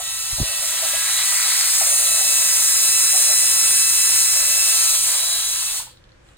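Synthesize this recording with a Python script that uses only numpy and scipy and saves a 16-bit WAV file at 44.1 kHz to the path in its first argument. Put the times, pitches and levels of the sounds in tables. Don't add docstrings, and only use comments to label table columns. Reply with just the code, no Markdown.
import sys
import numpy as np
from scipy import signal
from scipy.fft import rfft, irfft
from scipy.io import wavfile
from scipy.ndimage import map_coordinates

SR = 44100
rng = np.random.default_rng(int(sys.argv[2]) if len(sys.argv) > 2 else 0)


def bounce(signal):
    frames = np.transpose(np.atleast_2d(signal))
    limited = np.clip(frames, -1, 1)
    pcm = np.round(limited * 32767).astype(np.int16)
    wavfile.write(sys.argv[1], SR, pcm)


N = 280917
T = np.arange(N) / SR
HZ = np.fft.rfftfreq(N, 1 / SR)
TRIGGER_OFF_S = 5.786
FLUTTER_DB = 1.2


# time_s, shaft_hz
SHAFT_SPEED = [(0.0, 262.4), (0.36, 264.9), (0.57, 264.2), (0.67, 264.5), (0.95, 263.6), (1.29, 261.8),
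               (1.5, 261.5), (1.81, 264.3), (2.31, 263.2), (2.73, 263.3), (3.13, 265.5), (3.41, 265.3),
               (3.55, 264.3), (3.89, 264.2), (4.15, 265.6), (4.5, 265.4), (5.24, 261.9), (5.67, 264.0)]

def shaft():
    shaft_hz, = curves(SHAFT_SPEED)
    return np.cumsum(shaft_hz * (1 + .00016 * drift(45))) / SR


WHINE_LEVELS = { 5: [(0, -49), (.3, -47), (.5, -54), (.85, -43.5), (1.25, -56), (1.47, -42), (1.75, -48),
                (2, -42), (2.4, -48), (2.75, -44), (3.3, -47.5), (4.3, -47.5), (4.87, -43), (5.2, -55),
                (5.8, -62)], 6.28: [(0, -60), (.7, -52), (1, -37.5), (1.25, -48), (1.9, -53), (2.4, -45),
                (4.8, -44), (5.05, -55), (5.35, -43.5), (5.75, -57)], 7.5: [(0, -62), (.5, -56), (1, -39.5),
                (1.4, -36.5), (1.65, -42), (1.95, -53), (2.2, -43.5), (4.65, -43), (4.9, -54), (5.2, -48),
                (5.45, -59)], 10: [(0, -45), (.1, -42), (.28, -44), (.37, -52), (.48, -37), (.8, -42),
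                (1.02, -35.5), (1.15, -50), (1.35, -40), (1.85, -42), (2.05, -34), (2.25, -31.5),
                (2.7, -38.5), (3, -32.5), (3.2, -37.5), (3.85, -31.5), (4.3, -37), (4.65, -31.5),
                (4.92, -36), (5.2, -51), (5.55, -46), (5.67, -38.5), (5.78, -48)], 15: [(0, -48),
                (.45, -38.5), (.62, -43), (.78, -36), (.95, -42), (1.18, -27), (1.32, -43), (1.47, -32.5),
                (1.9, -44), (2.1, -32.5), (2.55, -39), (2.85, -33), (3.2, -30), (3.8, -35.5), (4.1, -32),
                (4.7, -40), (4.92, -31), (5.08, -38), (5.3, -26.5), (5.55, -35), (5.78, -48)],
                16: [(0, -53), (.45, -43), (.7, -51), (1.65, -36), (2.2, -39), (2.5, -47), (4.2, -45),
                (4.9, -39.5), (5.3, -49)], 20: [(0, -46), (.35, -35.5), (.55, -43), (.7, -36), (.95, -45),
                (1.4, -35), (1.75, -28), (2, -39), (2.3, -29.5), (2.85, -27), (4.78, -28), (4.97, -40),
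                (5.15, -34), (5.6, -39), (5.78, -52)], 21: [(0, -55), (.45, -39.5), (1.25, -48),
                (1.85, -35), (2, -47), (2.2, -34), (2.4, -46), (2.65, -35), (3.55, -30.5), (3.95, -37),
                (4.25, -33), (4.7, -43), (5, -38), (5.15, -50)], 25: [(0, -45), (.45, -35), (.62, -45),
                (.8, -35), (1.05, -44), (1.6, -35), (1.95, -26.5), (2.2, -31), (3.4, -27.5), (4.6, -31),
                (4.85, -26.5), (5.1, -42), (5.6, -37), (5.8, -49)], 35: [(0, -45), (.4, -36), (1.55, -37),
                (1.9, -24), (2.2, -26), (2.42, -33), (2.8, -26), (3.3, -22.5), (4.05, -24.5), (4.45, -31),
                (4.75, -27.5), (5.3, -37), (5.8, -43)], 40: [(0, -47), (.15, -35), (1.1, -33), (1.65, -39),
                (1.85, -30), (2.2, -29), (2.38, -39), (2.6, -30), (3, -38), (3.3, -28.5), (3.75, -45),
                (4.3, -31), (4.85, -31), (5.65, -35), (5.8, -48)], }

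def whines(turns):
    out = 0
    for multiple, levels in WHINE_LEVELS.items():
        db, = curves(levels)
        out += undb(db + FLUTTER_DB * drift(35)) * tone(multiple * turns + rng.random())
    return out


# shaft_multiple, close_level_db, fall_db_per_hiss_db
MOTOR_TONES = [(1, -66, 1.8), (14, -49, .8), (17, -47, .6), (18, -48, .6), (18.5, -44, 1), (19, -41, 1.1),
               (22, -43, .5), (22.5, -43, .8), (23, -46, .6), (24, -39, .7), (26, -42, .3), (27, -41, 1),
               (29, -38, 2), (30, -41, .5), (31, -39, .7), (32, -41, 1), (34, -35.5, 1.6), (36, -35, 1.6),
               (37, -37, 1.3), (39, -42, 1.4), (41, -42, 1), (42, -43, 1), (45, -37.5, .9), (46, -45, 1),
               (50, -41, 1.2), (55, -35, 2.6)]
# shaft_multiple, close_level_db, fall_db_per_roar_db
MESH_TONES = [(3.78, -53.5, 1.2), (4.2, -58, .8), (9, -48.5, .6)]

def partials(turns, table, near_db):
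    fade_db = 1.5 + .22 * np.maximum(-near_db, 0)
    out = 0
    for multiple, db, fall in table:
        gain = undb(db + fall * near_db + fade_db * drift(2.48) + FLUTTER_DB * drift(35))
        out += gain * tone(multiple * turns + rng.random())
    return out


# time_s, level_db
WHISTLE_LEVELS = [(0, -48), (.08, -44), (.25, -53), (.55, -42), (.8, -49), (3.3, -47), (5.8, -55)]
OCTAVE_LEVELS = [(0, -43), (.09, -35.5), (.27, -43), (.45, -39), (.7, -49), (.9, -35.5), (1.15, -34),
                 (1.35, -44), (1.6, -34.5), (1.88, -48), (2.05, -38), (2.38, -33.5), (2.65, -41),
                 (4.3, -42.5), (4.78, -32.5), (5.05, -44), (5.35, -38.5), (5.6, -39), (5.8, -52)]

def controller(pitch_hz=1922.6):
    whistle_db, = curves(WHISTLE_LEVELS)
    octave_db, = curves(OCTAVE_LEVELS)
    powered = np.clip((TRIGGER_OFF_S - T) / .005, 0, 1)
    return powered * (undb(whistle_db) * tone(pitch_hz * T) + undb(octave_db) * tone(2 * pitch_hz * T))


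# freq_hz, close_gain_db, far_gain_db
HISS_EQ = [(2500, -44, -44), (4000, -11, -11), (5200, -6.5, -6), (5900, -2, -2), (6900, -1.8, -1.3),
           (7600, 1.6, 0), (8200, .8, -.3), (9500, .8, .8), (10400, -.8, -.5), (11500, -5.3, -4),
           (12800, -6, -6), (14500, -7.2, -8), (15800, -13, -11.5)]

def hiss(turns, near_db):
    track = signal.resample(rng.standard_normal(120), 2048)
    repeating = np.interp(turns % 1, np.linspace(0, 1, len(track)), track)
    air = unit(grit(spread_db=.5)) * (1 + .088 * np.cos(2 * np.pi * turns)) + undb(-20) * repeating
    close = colour(air, [(hz, db) for hz, db, _ in HISS_EQ])
    distant = colour(air, [(hz, db) for hz, _, db in HISS_EQ])
    far = np.clip(-near_db / 6, 0, 1)
    return ((1 - far) * close + far * distant) * undb(.38 * drift(14))


# freq_hz, gain_db
RASP_EQ = [(200, -41), (500, -16), (950, -3.5), (2300, -11.5), (2800, 0), (3400, 2.5), (4200, 1.5),
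           (5400, -6.5), (8000, -38)]
ROAR_EQ = [(400, -35.5), (600, -4), (850, -11), (1020, -7.5), (1250, 5), (1550, 4.5), (2050, 8), (2450, 7),
           (3000, -10.5), (4000, -40)]

def gearbox(turns, eq, throb, spread_db):
    teeth = grit(spread_db) * (1 + throb * np.cos(2 * np.pi * turns))
    return colour(teeth, eq) * undb(.5 * drift(18))


# centre_s, length_s, roar_db, rasp_db
SHADING_PASSES = [(4.883, 0.39, 0, 2.5), (5.11, 0.089, 4, 2.5), (5.723, 0.96, -1, 2)]

def gearbox_faders(near_db):
    roar_db = .74 * near_db + sum(db * swell(s, length) for s, length, db, _ in SHADING_PASSES)
    rasp_db = .35 * near_db + sum(db * swell(s, length) for s, length, _, db in SHADING_PASSES)
    return roar_db, rasp_db


# centre_s, length_s, roar_db, rasp_db
OPENING_PASSES = [(.85, 0.62, -56.5, -40.5), (1.38, 0.81, -34, -35.5)]

def openings(turns):
    roar_gain = sum(undb(db) * swell(s, length) for s, length, db, _ in OPENING_PASSES)
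    rasp_gain = sum(undb(db) * swell(s, length) for s, length, _, db in OPENING_PASSES)
    roar = roar_gain * gearbox(turns, ROAR_EQ, throb=.23, spread_db=3.5)
    return roar + rasp_gain * gearbox(turns, RASP_EQ, throb=.1, spread_db=5)


# pitch_hz, width_hz, gain_db
HOUSING_MODES = [(215, 850, -41.5)]

def housing(near_db):
    return ring(grit(spread_db=-4), HOUSING_MODES, [(260, 650, 2.7)]) * undb(6 * near_db)


# start_s, length_s, relative_db
VALVE_PRESSES = [(0, 0.026, -46), (0.371, 0.47, -37.5), (1.824, 1.2, -35.5), (3.114, 0.62, -38.5),
                 (4.336, 0.64, -37.5), (5.035, 0.33, -40.5), (5.72, 0.041, -49.5)]
# pitch_hz, width_hz, gain_db
HEAD_MODES = [(584, 35, 11), (668, 47, 9), (746, 62, -11)]

def grinding(attack_s=.018, crush_db_per_s=8, release_s=.024):
    pressure = 0
    for start, length, db in VALVE_PRESSES:
        age = since(start)
        held = np.minimum(age / attack_s, 1) * np.exp(-since(start + length) / release_s)
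        pressure += undb(db - crush_db_per_s * age) * held
    return pressure * unit(ring(grit(spread_db=2), HEAD_MODES, [(657, 270, 0)]))


# start_s, decay_s, relative_db, pitch_hz
PASTE_BITES = [(0, .008, -32, 720), (.38, .015, -35, 790), (.822, .025, -32, 680), (.93, .018, -35, 660),
               (1.81, .01, -27, 700), (2.133, .024, -35.5, 680), (2.208, .009, -31.5, 720),
               (3.138, .022, -31, 750), (3.178, .015, -40, 610), (3.283, .014, -36, 770),
               (3.298, .018, -32, 700)]
# pitch_hz, width_hz, gain_db
GRAIN_MODES = [(740, 380, 0)]

def bites(sag_hz_per_s=1000, jitter=.06):
    uneven = 1 + jitter * drift(260)
    groans, grips = 0, 0
    for start, decay, db, hz in PASTE_BITES:
        age = since(start)
        grip = undb(db) * 2 * (1 - np.exp(-4 * age / decay)) * np.exp(-age / decay)
        slip_hz = (hz - sag_hz_per_s * np.minimum(age, 2 * decay)) * uneven
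        groans += grip * tone(np.cumsum(slip_hz) / SR)
        grips += grip
    crunch = unit(ring(grit(spread_db=4.5), GRAIN_MODES, GRAIN_MODES))
    return undb(-4.5 + 2 * drift(130)) * groans + undb(-9) * grips * crunch


# pitch_hz, width_hz, gain_db
TUBE_MODES = [(3900, 42, -5), (4490, 430, 9)]
# centre_s, length_s, level_db
TUBE_SWELLS = [(1.54, 0.33, -29.5), (4.885, 0.46, -38), (5.33, 0.078, -37)]

def tubes():
    gain = sum(undb(db) * swell(s, length) for s, length, db in TUBE_SWELLS)
    return gain * unit(ring(grit(spread_db=-5.5), TUBE_MODES, TUBE_MODES))


# start_s, relative_db
CHUCK_TICKS = [(5.073, -23), (5.108, -26), (5.139, -24), (5.34, -26), (5.972, -42), (6.04, -43),
               (6.0916, -46), (6.119, -46), (6.2883, -42)]
GEAR_CLACKS = [(5.796, -27), (5.868, -35)]
# pitch_hz, width_hz, gain_db
CHUCK_MODES = [(3850, 2000, 0)]
GEAR_CASE_MODES = [(920, 150, 7.5)]

def ticks_and_clacks():
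    ticks = ring(bursts(CHUCK_TICKS, decay_s=.0015), CHUCK_MODES, CHUCK_MODES)
    clacks = ring(bursts(GEAR_CLACKS, decay_s=.008), GEAR_CASE_MODES, GEAR_CASE_MODES)
    return undb(9) * ticks + clacks


# start_s, relative_db, contact_s
FINGER_BUMPS = [(0.327, -9.5, 0.0095), (0.383, -13, 0.0074), (0.401, -2, 0.0041), (0.4129, 5, 0.0074),
                (0.43, -8, 0.0011)]
# pitch_hz, width_hz, gain_db
PHONE_MODES = [(48.8, 27, -10.5), (117.5, 48, -9.5), (247, 64, -13.5), (388, 260, -4.5)]

def bumps():
    pushes = sum(undb(db) * np.sin(np.pi * np.clip((T - start) / contact, 0, 1)) ** 2
                 for start, db, contact in FINGER_BUMPS)
    thud = .81 * ring(pushes, PHONE_MODES)
    return np.array([np.interp(T - .00045, T, thud), thud])


# freq_hz, gain_db
SLEEVE_EQ = [(200, -11.5), (900, 4), (1900, -4), (3000, 3), (5500, -23), (7200, -3), (10000, -10),
             (15000, -26.5)]

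def sleeve():
    return undb(-58) * swell(6.295, .087) * colour(grit(spread_db=-3), SLEEVE_EQ)


# freq_hz, gain_db
ROOM_TONE_EQ = [(15, -38.5), (25, -4.5), (85, -8), (233, -20), (264, -21), (356, -15.5), (425, -26),
                (506, -14), (667, -26), (1730, -24), (2200, -28.5), (7590, -39.5), (10000, -46.5),
                (14000, -60), (22000, -120)]

def room_tone(level_db=-51.84, hum_db=-60):
    air = [colour(rng.standard_normal(N), ROOM_TONE_EQ) for _ in range(2)]
    hum = np.sin(2 * np.pi * 120 * T)
    return diffuse(*air, split_hz=207) * undb(level_db + drift(7.4)) + undb(hum_db) * hum


def reflections(send, t60_s=.15, positions=3):
    out = 0
    for centre_s in np.linspace(0, T[-1], positions):
        tail = rng.standard_normal((2, N)) * np.exp(-np.log(1000) * T / t60_s) * (T > .004)
        response = diffuse(*tail, split_hz=710)[:, :SR // 2]
        response /= np.sqrt(np.sum(response ** 2, axis=1, keepdims=True))
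        crossfade = np.sqrt(np.clip(1 - np.abs(T - centre_s) * (positions - 1) / T[-1], 0, 1))
        out += signal.fftconvolve((send * crossfade)[None], response, axes=1)[:, :N]
    return out


def diffuse(a, b, split_hz):
    width = .15 + .85 / (1 + (split_hz / (HZ + 1)) ** 6)
    side = irfft(rfft(b) * width / np.sqrt(1 + width ** 2), N)
    mid = irfft(rfft(a) / np.sqrt(1 + width ** 2), N)
    return np.array([mid + side, mid - side])


# freq_hz, lead_rad
LEFT_LEAD = [(0, 0), (1210, -0.4), (2070, -0.1), (2640, 1.4), (3000, 2.3), (3840, 2.2), (3930, 1.0),
             (4300, 1.6), (4800, 2.9), (5600, 3.3), (6200, 3.9), (6550, 4.8), (7670, 6.2), (8700, 6.35),
             (10300, 8.3), (11000, 9.35), (12350, 9.5), (13800, 12.5), (16600, 12.7)]

def microphones(x):
    lead = np.interp(HZ, *np.transpose(LEFT_LEAD))
    return np.array([x, irfft(rfft(x) * np.exp(-1j * lead), N)])


def undb(db):
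    return 10 ** (np.asarray(db) / 20)


def unit(x):
    return x / np.sqrt(np.mean(x ** 2))


def tone(cycles):
    return np.sqrt(2) * np.sin(2 * np.pi * cycles)


def since(start_s):
    return np.maximum(T - start_s, 0)


def curves(table):
    times, *columns = np.transpose(table)
    return [np.interp(T, times, column) for column in columns]


def drift(rate_hz):
    knots = rng.standard_normal(400)
    return 1.55 * map_coordinates(knots, [T[::64] * rate_hz], order=2, mode="wrap").repeat(64)[:N]


def swell(centre_s, length_s):
    return np.exp(-2 * ((T - centre_s) / length_s) ** 2)


def grit(spread_db):
    return rng.standard_normal(N) * undb(spread_db * rng.standard_normal(N // 40 + 1).repeat(40)[:N])


def bursts(hits, decay_s):
    envelope = sum(undb(db) * np.exp(-since(start) / decay_s) * (T >= start) for start, db in hits)
    return rng.standard_normal(N) * envelope


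def colour(x, eq):
    hz, db = np.transpose(eq)
    gain = undb(np.interp(np.log(HZ + 1), np.log(hz), db))
    low_cut = 1 / np.sqrt(1 + (hz[0] / 2 / (HZ + 1)) ** 4)
    return unit(irfft(rfft(x) * gain * low_cut, N))


def ring(x, *banks):
    for modes in banks:
        x = sum(undb(db) * signal.lfilter(*signal.iirpeak(hz, hz / width, SR), x)
                for hz, width, db in modes)
    return x


# time_s, relative_db
HISS_RIDE = [(0, -31), (.5, -27.5), (.7, -25.5), (1.25, -21), (1.9, -20), (2.55, -19), (3.55, -19),
             (4.9, -19.5), (5.15, -21.5), (5.28, -23.5), (5.78, -26.5)]

def scene():
    ride_db, = curves(HISS_RIDE)
    near_db = ride_db + 18.5
    released = since(TRIGGER_OFF_S)
    singing, running, coasting = (np.exp(-released / decay_s) for decay_s in (.01, .039, .052))
    roar_db, rasp_db = gearbox_faders(near_db)
    turns = shaft()
    tones = whines(turns) + partials(turns, MOTOR_TONES, near_db) + partials(turns, MESH_TONES, roar_db)
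    tones = singing * tones + controller()
    air = running * hiss(turns, near_db) * undb(ride_db + 2)
    rasp = coasting * gearbox(turns, RASP_EQ, throb=.096, spread_db=3.5) * undb(rasp_db - 34.5)
    roar = coasting * gearbox(turns, ROAR_EQ, throb=.31, spread_db=3) * undb(roar_db - 38)
    drone = running * housing(near_db)
    valve = running * (undb(-7.5) * grinding() + bites() + tubes())
    foley = ticks_and_clacks() + sleeve()
    through_head = openings(turns)
    dip = undb(-14 * swell(5.008, .035))
    direct = tones + air + (rasp + roar) * dip + drone + valve + foley
    dull_air = signal.sosfilt(signal.butter(8, 9500, fs=SR, output="sos"), air)
    send = (undb(-23) * tones + undb(-9) * dull_air + undb(.5) * rasp + undb(-14.5) * roar
            + undb(-4) * valve + undb(-4.5) * foley + undb(-2.5) * through_head)
    return microphones(direct) + through_head + reflections(send) + bumps() + room_tone()


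def record(dry):
    return signal.sosfilt(signal.ellip(10, .2, 80, 15780, fs=SR, output="sos"), dry)


dry = scene()
out = record(dry)
bounce(out)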